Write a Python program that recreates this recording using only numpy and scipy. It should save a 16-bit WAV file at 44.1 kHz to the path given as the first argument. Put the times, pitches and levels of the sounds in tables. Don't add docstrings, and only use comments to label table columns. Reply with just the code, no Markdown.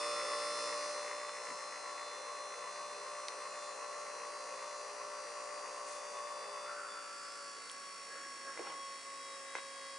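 import sys
import numpy as np
from scipy import signal
from scipy.fft import rfft, irfft, next_fast_len
from scipy.io import wavfile
from scipy.ndimage import uniform_filter1d, map_coordinates

SR = 44100
rng = np.random.default_rng(int(sys.argv[2]) if len(sys.argv) > 2 else 0)


def bounce(signal):
    frames = np.transpose(np.atleast_2d(signal))
    limited = np.clip(frames, -1, 1)
    pcm = np.round(limited * 32767).astype(np.int16)
    wavfile.write(sys.argv[1], SR, pcm)


N = 440118


# [t/s, speed/(turns per s)]
SHAFT_SPEED = [(0.0, 58.9), (0.35, 58.77), (0.65, 59.1), (2.7, 58.82), (3.3, 59.14), (4.2, 58.85),
               (5.2, 59.06), (5.8, 58.72), (6.6, 58.87), (7.3, 57.11), (7.68, 55.88), (8.25, 55.49),
               (8.5, 54.81), (9.05, 55.19), (9.45, 54.84), (9.98, 54.76)]
# [t/s, nearness 0-1]
NEARNESS = [(0, 0.92), (.6, 0.87), (.95, 0.62), (1.3, 0.35), (2.0, 0.26)]
FREE_SPEED, FULL_SAG = 58.8, 4.0
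SLACK_LOAD = 0.34
GEAR_RATIO = 23
SWING, SWING_AT = 0.047, 0.2

# [t/s, level/dB]
SLOT_LEVEL = [(0.0, -44.5), (0.9, -45.5), (1.7, -57.5), (2.4, -54.5), (6.7, -52), (7.1, -62), (7.5, -60),
              (7.6, -64), (8.1, -63), (9.98, -56.5)]
SLOT_OVERTONES = {20: (-52.5, -70, -59.5), 30: (-59.5, -68, -64), 110: (-60, -69, -86),
                  120: (-61.5, -68, -72), 130: (-81, -69, -69), 140: (-63, -74.5, -72.5),
                  150: (-60, -78, -80), 170: (-61.5, -93, -87)}
SHRILL_OVERTONES = {60: [(0, -52), (.45, -55), (1.3, -65), (1.6, -72), (2.0, -64.5), (2.6, -66),
                    (3.0, -66.5), (3.2, -75), (4.5, -71), (5.6, -85), (6.2, -67), (6.6, -62.5), (6.85, -75),
                    (8.7, -70.5), (9.4, -65.5), (9.98, -62.5)], 70: [(0.0, -59.5), (.6, -53.5),
                    (1.3, -59.5), (1.9, -57), (3.1, -60.5), (4.3, -62.5), (5.7, -66.5), (6.0, -72),
                    (6.35, -67), (6.7, -81), (8.9, -72), (9.3, -63.5), (9.98, -66.5)], 80: [(0.0, -53.5),
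                    (0.9, -55), (1.15, -66), (1.8, -67), (3.2, -66.5), (4.3, -63), (6.3, -60), (7.3, -58),
                    (8.5, -63), (9.2, -67.5), (9.98, -65)], 90: [(0.0, -50), (0.7, -51), (1.1, -62),
                    (1.65, -58), (2.6, -78), (2.9, -94), (4.2, -89), (5.0, -80), (6.9, -70), (7.3, -57),
                    (8.0, -75), (8.4, -70), (9.98, -60.5)], 100: [(0.0, -66), (.9, -53), (1.25, -67),
                    (1.9, -61.5), (5.1, -61), (6.5, -64), (6.85, -73), (7.7, -60.5), (8.55, -58),
                    (9.98, -63)]}
SCATTER_DB = -75
# [t/s, length/s (spread of a bell curve), first/dB, second/dB, third/dB]
HAND_SURGES = [(7.433, 0.031, 4, 1.5, -5), (7.644, 0.05, -16, -2.5, -4), (8.0, 0.081, -2.5, -0.5, -8),
               (8.123, 0.039, 7, 0, 8.5), (8.244, .04, 1, 2.5, 5), (8.352, 0.027, -10, 3, 1),
               (8.496, 0.029, 6, 7, 6), (8.56, 0.022, -15, -5, -2), (8.678, 0.014, 3, 1, 5),
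               (8.837, 0.12, 0, 6.5, -4), (9.015, 0.024, -12, -11, -7), (9.153, 0.14, 0, 3.5, -9)]
# [t/s, depth 0-1]
SECOND_TONE_PULSING = [(9.3, 0.15), (9.65, 0.7)]

ROTOR_ORDERS = {3: (-72.5, -83, -89.5), 5: (-63, -81.5, -80), 6: (-67, -84.5, -97), 7: (-60.5, -71.5, -79),
                8: (-56, -79.5, -85.5), 9: (-61, -65, -76), 12: (-77.5, -62.5, -96), 13: (-59, -71, -82.5),
                14: (-63, -68, -94), 16: (-65.5, -64.5, -78), 17: (-55.5, -68, -84), 18: (-58, -88, -84),
                21: (-54, -77.5, -70.5), 22: (-61, -87, -76), 23: (-53.5, -66, -89), 25: (-59, -79, -100),
                26: (-73.5, -66.5, -80), 37: (-68, -86, -69), 42: (-61.5, -74.5, -76)}
PINION_TEETH = 19
MESH_STATES = (-49, -54, -69.5)
PINION_RUNOUT = 0.0085

RATTLE_STATES = {"casing": (-53, -62, -75.5), "teeth": (-50.5, -57.5, -66), "tap": (-55.5, -66.5, -72)}
# [t/s, level/dB]
KNOCK_LEVEL = [(0, -50.5), (.8, -52), (1.5, -54.5), (2.6, -58), (6.6, -59), (7.3, -66), (8.15, -63),
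               (8.6, -60.5), (8.9, -63), (9.98, -59)]
STRIKE_ANGLES = {"casing": [(.0, -0.5), (.2, 3), (.5, -1)], "teeth": [(.0, -11), (.22, 2), (.45, 0.5),
                 (.62, 2.5), (.8, -11.5)], "knock": [(.17, -6), (.59, 1), (.83, 0)], "tap": [(.18, -4),
                 (.66, 0.5)], "chafe": [(.16, -7.5), (.42, 6), (.62, -3), (.88, 0)]}
OUTPUT_THROB = {"slots": [(1, 0.9, 0.15), (3, 0.5, 0.95), (5, 0.5, 0.63)], "mesh": [(1, 2, 0.23),
                (3, 0.6, 0.48), (7, 2.5, 0.25)], "casing": [(1, 2.5, 0.67), (5, 1, 0.24)],
                "teeth": [(1, 5.5, 0.81), (3, 3, 0.63), (4, 1.5, 0.02)], "knock": [(3, 2, 0.45),
                (5, 1.5, 0.49), (9, 2, 0.85)], "tap": [(1, 1, 0.75), (4, 2, 0.28)]}
# [f/Hz, width of one pass/Hz, level/dB]
CASING_MODES = [(505.7, 106, 0.0)]
TEETH_MODES = [(1092, 143, 6.5), (1025, 72, -0.5)]
KNOCK_MODES = [(1350, 110, 3), (1820, 74, -4.5), (1940, 397, 6)]
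TAP_MODES = [(2555, 94, -0.71), (2630, 285, -0.29)]

# [t/s, level/dB, fade/(dB per s)]
CHAFE_FLARES = [(6.665, -53, 30), (6.70, -47, 40), (6.78, -44.5, 35), (6.835, -45, 43), (7.05, -52, 25),
                (7.12, -49.5, 83), (7.22, -52.5, 15), (7.62, -57.5, 29), (8.15, -57, 63), (8.5, -59, 66)]
FLARE_RISE_DB_PER_S = 260
# [f/Hz, width of one pass/Hz, level/dB]
CHAFE_MODES = [(1363, 125, 15.5), (1490, 78, 7)]

BRUSH_STATES = (-53.5, -63.5, -62.5)
# [f/Hz, relative level/dB]
HISS_COLOUR = [(1500, -22), (2800, 1.5), (3500, 5), (4500, 5.5), (6500, 4), (8000, 5), (9200, 3.5),
               (10400, -7)]
BUZZ_COLOUR = [(1200, -13), (2000, -15), (2800, 12), (3300, -6), (3900, -16), (4400, 1), (5400, 14.5),
               (6200, 7), (7300, 10.5), (8000, 4.5), (9000, 8), (10400, 6.5), (12000, -51)]
# [f/Hz, width of one pass/Hz, level/dB]
HOLDER_MODES = [(4530, 260, 5.5), (5140, 170, 2), (5640, 130, -7), (6200, 210, 7), (6760, 440, -2),
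                (7300, 220, -9), (8750, 400, 4), (9200, 430, 5), (10110, 980, -10), (7700, 18000, -10)]

# [t/s, blow/dB, contact brightness f/Hz]
BENCH_BUMPS = [(8.575, -48, 2400), (8.5932, -31, 587), (8.610, -54, 900), (8.650, -48, 1300),
               (8.671, -48, 1900), (8.70, -49, 1100), (8.728, -53, 1500), (9.5526, -38.5, 8000),
               (9.569, -48, 3500), (9.585, -47, 3520)]
# [f/Hz, relative level/dB, time to fall 60 dB/s]
BENCH_MODES = [(294, -8, 0.016), (380, -17, 0.011), (484, 3.5, 0.018), (720, -17, 0.078),
               (1020, 7.5, 0.014), (1350, 5.5, 0.0085), (1700, 1.5, 0.023), (2060, 7, 0.017),
               (2620, -2.5, 0.021), (3320, -6, 0.011), (6200, -3, 0.0085)]
# [t/s, length/s (spread of a bell curve), level/dB,
# f/Hz, width/Hz]
SCUFFS_AND_GROWLS = [(1.5, 0.12, -60, 5000, 7000), (1.518, 0.024, -62, 180, 160),
                     (5.92, 0.055, -55, 5600, 8900), (7.575, 0.011, -57, 490, 150),
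                     (8.129, 0.062, -60.5, 515, 150), (8.15, 0.04, -55, 1680, 260),
                     (8.24, 0.025, -59, 1660, 258), (8.468, 0.016, -61, 503, 250),
                     (8.48, 0.036, -55, 1650, 262.9), (8.403, 0.21, -69.5, 264, 70),
                     (8.603, 0.022, -49, 400, 183.4), (8.675, 0.069, -54, 834, 750),
                     (8.704, 0.058, -58.5, 296, 200), (8.685, 0.031, -58, 2460, 1210),
                     (9.57, 0.019, -53, 1500, 1570)]
# [t/s, peak/dB before the room, f/Hz, width/Hz]
SHARP_TICKS = [(1.294, -30, 1390, 700), (3.2838, -30, 5500, 3000), (3.284, -25.5, 4100, 1099),
               (3.2851, -33, 7500, 4000), (3.2858, -28.5, 2042, 900), (7.6977, -36.5, 3260, 396),
               (7.6978, -31, 9500, 6000), (7.7154, -28.5, 9500, 2200), (7.7205, -43, 9050, 1300),
               (8.575, -41, 2080, 200), (8.593, -36, 2150, 400)]
TICK_ROOM_DB = -12

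# [f/Hz, running free/(dB per Hz), braked/(dB per Hz)]
RUSH_COLOUR = [(24.8, -104, -103), (55, -107, -107), (111, -101, -100), (176, -101, -99), (320, -99, -98.5),
               (375, -95, -99), (636, -86.5, -92.5), (780, -90.5, -95), (945, -83.5, -99),
               (1250, -93.5, -100), (1510, -90, -91), (2750, -104, -98), (3800, -112, -110),
               (10400, -130, -130)]
# [f/Hz, side level/dB]
PORT_WIDTH = [(60, -2), (150, 5.5), (300, 2), (600, -5), (1200, -6.5), (2500, -2.5), (5000, -7.5),
              (8500, -2.5)]
MIC_LOW_CUT_HZ, CUTOFF_HZ = 202, 10500


def whine(turns, near, brake, wander_db=2.5):
    t = np.arange(N) / SR
    surge_db = sum(np.outer(dbs, np.exp(-0.5 * ((t - s) / length) ** 2)) for s, length, *dbs in HAND_SURGES)
    slot_levels_db = (in_time(SLOT_LEVEL) + throb("slots", turns, brake),
                      level(SLOT_OVERTONES[20], near, tightness(brake)),
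                      level(SLOT_OVERTONES[30], near, brake))
    first, second, third = (tone(turns, 10 * (k + 1), db + surge_db[k] + 0.68 * drift(19), flutter=0.059)
                            for k, db in enumerate(slot_levels_db))
    pulse = 1 + in_time(SECOND_TONE_PULSING) * np.cos(2 * np.pi * (turns - 0.5))
    out = first + second * pulse + third
    for multiple, curve in SHRILL_OVERTONES.items():
        out += tone(turns, multiple, in_time(curve) + 0.84 * drift(11), flutter=0.033)
        out += tone(turns, multiple, SCATTER_DB, flutter=1.0) * drift(12)
    for multiple in sorted(SLOT_OVERTONES)[2:]:
        overtone_db = level(SLOT_OVERTONES[multiple], near, brake) + wander_db * drift(4.4)
        out += tone(turns, multiple, overtone_db, flutter=0.62)
    return out


def hum(turns, near, brake):
    rotor = sum(tone(turns, multiple, level(states, near, brake) + 2.3 * drift(6), flutter=0.13)
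                for multiple, states in ROTOR_ORDERS.items())
    mesh_db = level(MESH_STATES, near, tightness(brake)) + throb("mesh", turns, brake)
    pinion = turns + PINION_RUNOUT * np.sin(2 * np.pi * turns)
    return rotor + tone(pinion, PINION_TEETH, mesh_db + 0.5 * drift(4.6), flutter=0.05)


def gears(turns, near, brake):
    db = {part: level(states, near, tightness(brake)) + throb(part, turns, brake)
          for part, states in RATTLE_STATES.items()}
    knock_db = in_time(KNOCK_LEVEL) + throb("knock", turns, brake)
    casing_blows = strikes(turns, "casing", scatter=0.03, uneven_db=1.0, grit=0.2)
    teeth_blows = strikes(turns, "teeth", scatter=0.018, uneven_db=0.7, grit=0.2)
    knock_blows = strikes(turns, "knock", scatter=0.006, uneven_db=1.8, grit=0.1)
    tap_blows = strikes(turns, "tap", scatter=0.005, uneven_db=1.2, grit=0.15)
    casing = rattle(db["casing"], CASING_MODES, casing_blows)
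    teeth = rattle(db["teeth"], TEETH_MODES, teeth_blows)
    knock = rattle(knock_db, KNOCK_MODES, knock_blows)
    tap = rattle(db["tap"], TAP_MODES, tap_blows)
    return casing + teeth + knock + tap


def chafing(turns):
    t = np.arange(N) / SR
    flares_db = [db - np.maximum(FLARE_RISE_DB_PER_S * (s - t), fade * (t - s)) for s, db, fade in CHAFE_FLARES]
    loudest_db = np.max(flares_db, axis=0)
    return rattle(loudest_db, CHAFE_MODES, strikes(turns, "chafe", scatter=0.016, uneven_db=2.0, grit=0.18))


def brushes(turns, near, brake, buzz_db=3.0, hiss_db=0.0):
    gaps = once_a_turn(10 * turns, at=0, depth_db=3.0) * once_a_turn(turns, at=0.87, depth_db=2.1)
    buzz = rms_one(colour(groove(turns, uneven_db=3.0) * gaps, BUZZ_COLOUR))
    hiss = rms_one(colour(stereo_noise() * gaps, HISS_COLOUR))
    return from_db(level(BRUSH_STATES, near, brake)) * (from_db(buzz_db) * buzz + from_db(hiss_db) * hiss)


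def sizzle(turns, near, close_db=-52.5):
    contact = groove(turns, uneven_db=2.0) + 0.3 * stereo_noise()
    return near * rattle(close_db, HOLDER_MODES, contact)


def bumps_scuffs_and_growls():
    out, t = np.zeros(N), np.arange(N) / SR
    blows = np.zeros(N)
    for s, db, hz in BENCH_BUMPS:
        softness = signal.butter(4, min(hz, SR / 3), fs=SR, output="sos")
        blows += from_db(db) * signal.sosfilt(softness, impulse(s) + 1e-18)
    for k, (hz, db, t60) in enumerate(BENCH_MODES):
        r, w = from_db(-60 / (t60 * SR)), 2 * np.pi * hz / SR
        ring = signal.lfilter([0, np.sin(w)], [1, -2 * r * np.cos(w), r * r], blows)
        out += from_db(db) * ring * (-1) ** (k // 2)
    for s, length, db, hz, width in SCUFFS_AND_GROWLS:
        grit = rng.standard_normal(N) * from_db(3.0 * drift(300))
        band = rms_one(resonate(resonate(grit, hz, width), hz, 2 * width))
        out += from_db(db) * np.exp(-0.5 * ((t - s) / length) ** 2) * band
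    return out


def ticks():
    out = np.zeros(N)
    for s, db, hz, width in SHARP_TICKS:
        tick = resonate(impulse(s), hz, width)
        out += from_db(db) * tick / np.abs(tick).max()
    return out


def rush(near, brake, near_db=3.5):
    noise, table = stereo_noise() * np.sqrt(SR / 2), np.array(RUSH_COLOUR)
    free = colour(noise, table[:, [0, 1]])
    braked = colour(noise, table[:, [0, 2]])
    return from_db(near_db * near) * ((1 - brake) * free + brake * braked)


def workshop(x, wet_db=-3.0, t60=0.16):
    t = np.arange(SR // 3) / SR
    tail = rng.standard_normal((2, len(t))) * from_db(-60 * t / t60) * (t > 0.003)
    tail /= np.sqrt(np.sum(tail ** 2, axis=1, keepdims=True))
    scatter = signal.fftconvolve(x[None], tail, axes=1)[:, :N]
    return x + from_db(wet_db) * colour(scatter, [(2000, -1.5), (5000, 1.5)])


def tone(turns, multiple, level_db, flutter):
    angle = (2 * np.pi * ((round(multiple) * turns + rng.random()) % 1)).astype(np.float32)
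    direct, late = np.cos(angle), np.sin(angle)
    mean_hz = multiple * turns[-1] * SR / N
    side_gain = from_db(at_hz(PORT_WIDTH, mean_hz) - 8.0)
    side = side_gain * (late * drift(1.276) + 0.57 * direct * drift(1.06))
    return np.sqrt(2) * from_db(level_db) * (direct + flutter * late * drift(22) + side * [[1], [-1]])


def strikes(turns, part, scatter, uneven_db, grit):
    out, whole = np.zeros((2, N)), np.arange(int(turns[-1]))
    for at, db in STRIKE_ANGLES[part]:
        wander = rms_one(uniform_filter1d(rng.standard_normal((4, 1024)), size=4))
        shared, left, right, force = wander[:, :len(whole)]
        for port, own in enumerate((left, right)):
            when = np.searchsorted(turns, whole + at + scatter * (shared + 0.12 * own))
            inside = when < N
            out[port, when[inside]] += from_db(db + uneven_db * force)[inside]
    return rms_one(out) + grit * (groove(turns) + 1.6 * stereo_noise())


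def rattle(level_db, modes, impacts):
    rings = sum(from_db(db) * resonate(resonate(impacts, hz, width), hz, width) for hz, width, db in modes)
    return from_db(level_db) * rms_one(rings)


def groove(turns, uneven_db=0, size=720):
    orders = size // 2 + 1
    levels = from_db(uneven_db * rms_one(uniform_filter1d(rng.standard_normal(orders), size=2)))
    phases = np.exp(2j * np.pi * rng.random((2, orders)))
    tracks = irfft(rms_one(levels) * phases) * np.sqrt(size)
    mid, side = (map_coordinates(track, [turns % 1 * size], order=3, mode="grid-wrap") for track in tracks)
    return mid + colour(side, PORT_WIDTH) * [[1], [-1]]


def throb(part, turns, brake):
    swells = sum(db * np.cos(2 * np.pi * (round(lobes) * turns / GEAR_RATIO - at))
                 for lobes, db, at in OUTPUT_THROB[part])
    return (1 - tightness(brake)) * swells


def tightness(brake):
    return np.clip(brake / SLACK_LOAD, 0, 1)


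def level(states_db, near, brake):
    close_db, free_db, braked_db = states_db
    return free_db + near * (close_db - free_db) + brake * (braked_db - free_db)


def once_a_turn(turns, at, depth_db):
    return rms_one(from_db(depth_db * np.cos(2 * np.pi * (turns - at))))


def stereo_noise():
    mid, side = rng.standard_normal((2, N))
    return mid + colour(side, PORT_WIDTH) * [[1], [-1]]


def resonate(x, hz, width):
    r = np.exp(-np.pi * width / SR)
    zeros = np.array([1, 0, -1]) * (1 - r * r) / 2
    poles = [1, -2 * r * np.cos(2 * np.pi * hz / SR), r * r]
    return signal.lfilter(zeros, poles, x + 1e-18)


def colour(x, spectrum):
    size = next_fast_len(N, True)
    gain = from_db(at_hz(spectrum, np.fft.rfftfreq(size, 1 / SR)))
    return irfft(rfft(x, size) * gain, size)[..., :N]


def at_hz(points, hz):
    centres, values = np.transpose(points)
    return np.interp(np.log(np.maximum(hz, 1)), np.log(centres), values)


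def drift(rate):
    knots = rng.standard_normal(4096)
    return np.interp(np.arange(N) / SR * rate, np.arange(len(knots)), knots)


def in_time(rows):
    return np.interp(np.arange(N) / SR, *np.transpose(rows))


def impulse(s):
    return signal.unit_impulse(N, round(s * SR))


def from_db(db):
    return 10 ** (np.asarray(db) / 20)


def rms_one(x):
    return x / np.sqrt(np.mean(x ** 2) + 1e-20)


def scene():
    speed = in_time(SHAFT_SPEED)
    output_turns = np.cumsum(speed) / SR / GEAR_RATIO
    swing = SWING * np.cos(2 * np.pi * (output_turns - SWING_AT))
    turns = np.cumsum(speed + swing + 0.03 * drift(16)) / SR
    near = np.clip(in_time(NEARNESS), 0, 1)
    brake = np.clip((FREE_SPEED - speed) / FULL_SAG, 0, 1)
    motor = whine(turns, near, brake) + hum(turns, near, brake) + gears(turns, near, brake)
    motor += chafing(turns) + rush(near, tightness(brake))
    commutator = brushes(turns, near, brake) + sizzle(turns, near)
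    left_db = 0.8 * (1 - brake)
    machine = motor * from_db(left_db * [[1], [-1]]) + commutator * from_db([[-0.7], [0.7]])
    return machine + workshop(bumps_scuffs_and_growls()) + workshop(ticks(), wet_db=TICK_ROOM_DB)


def record(dry):
    low_cut = signal.butter(2, MIC_LOW_CUT_HZ, "high", fs=SR, output="sos")
    top_cut = signal.ellip(16, 0.1, 80, CUTOFF_HZ, fs=SR, output="sos")
    return signal.sosfilt(top_cut, signal.sosfilt(low_cut, dry))


dry = scene()
out = record(dry)
bounce(out)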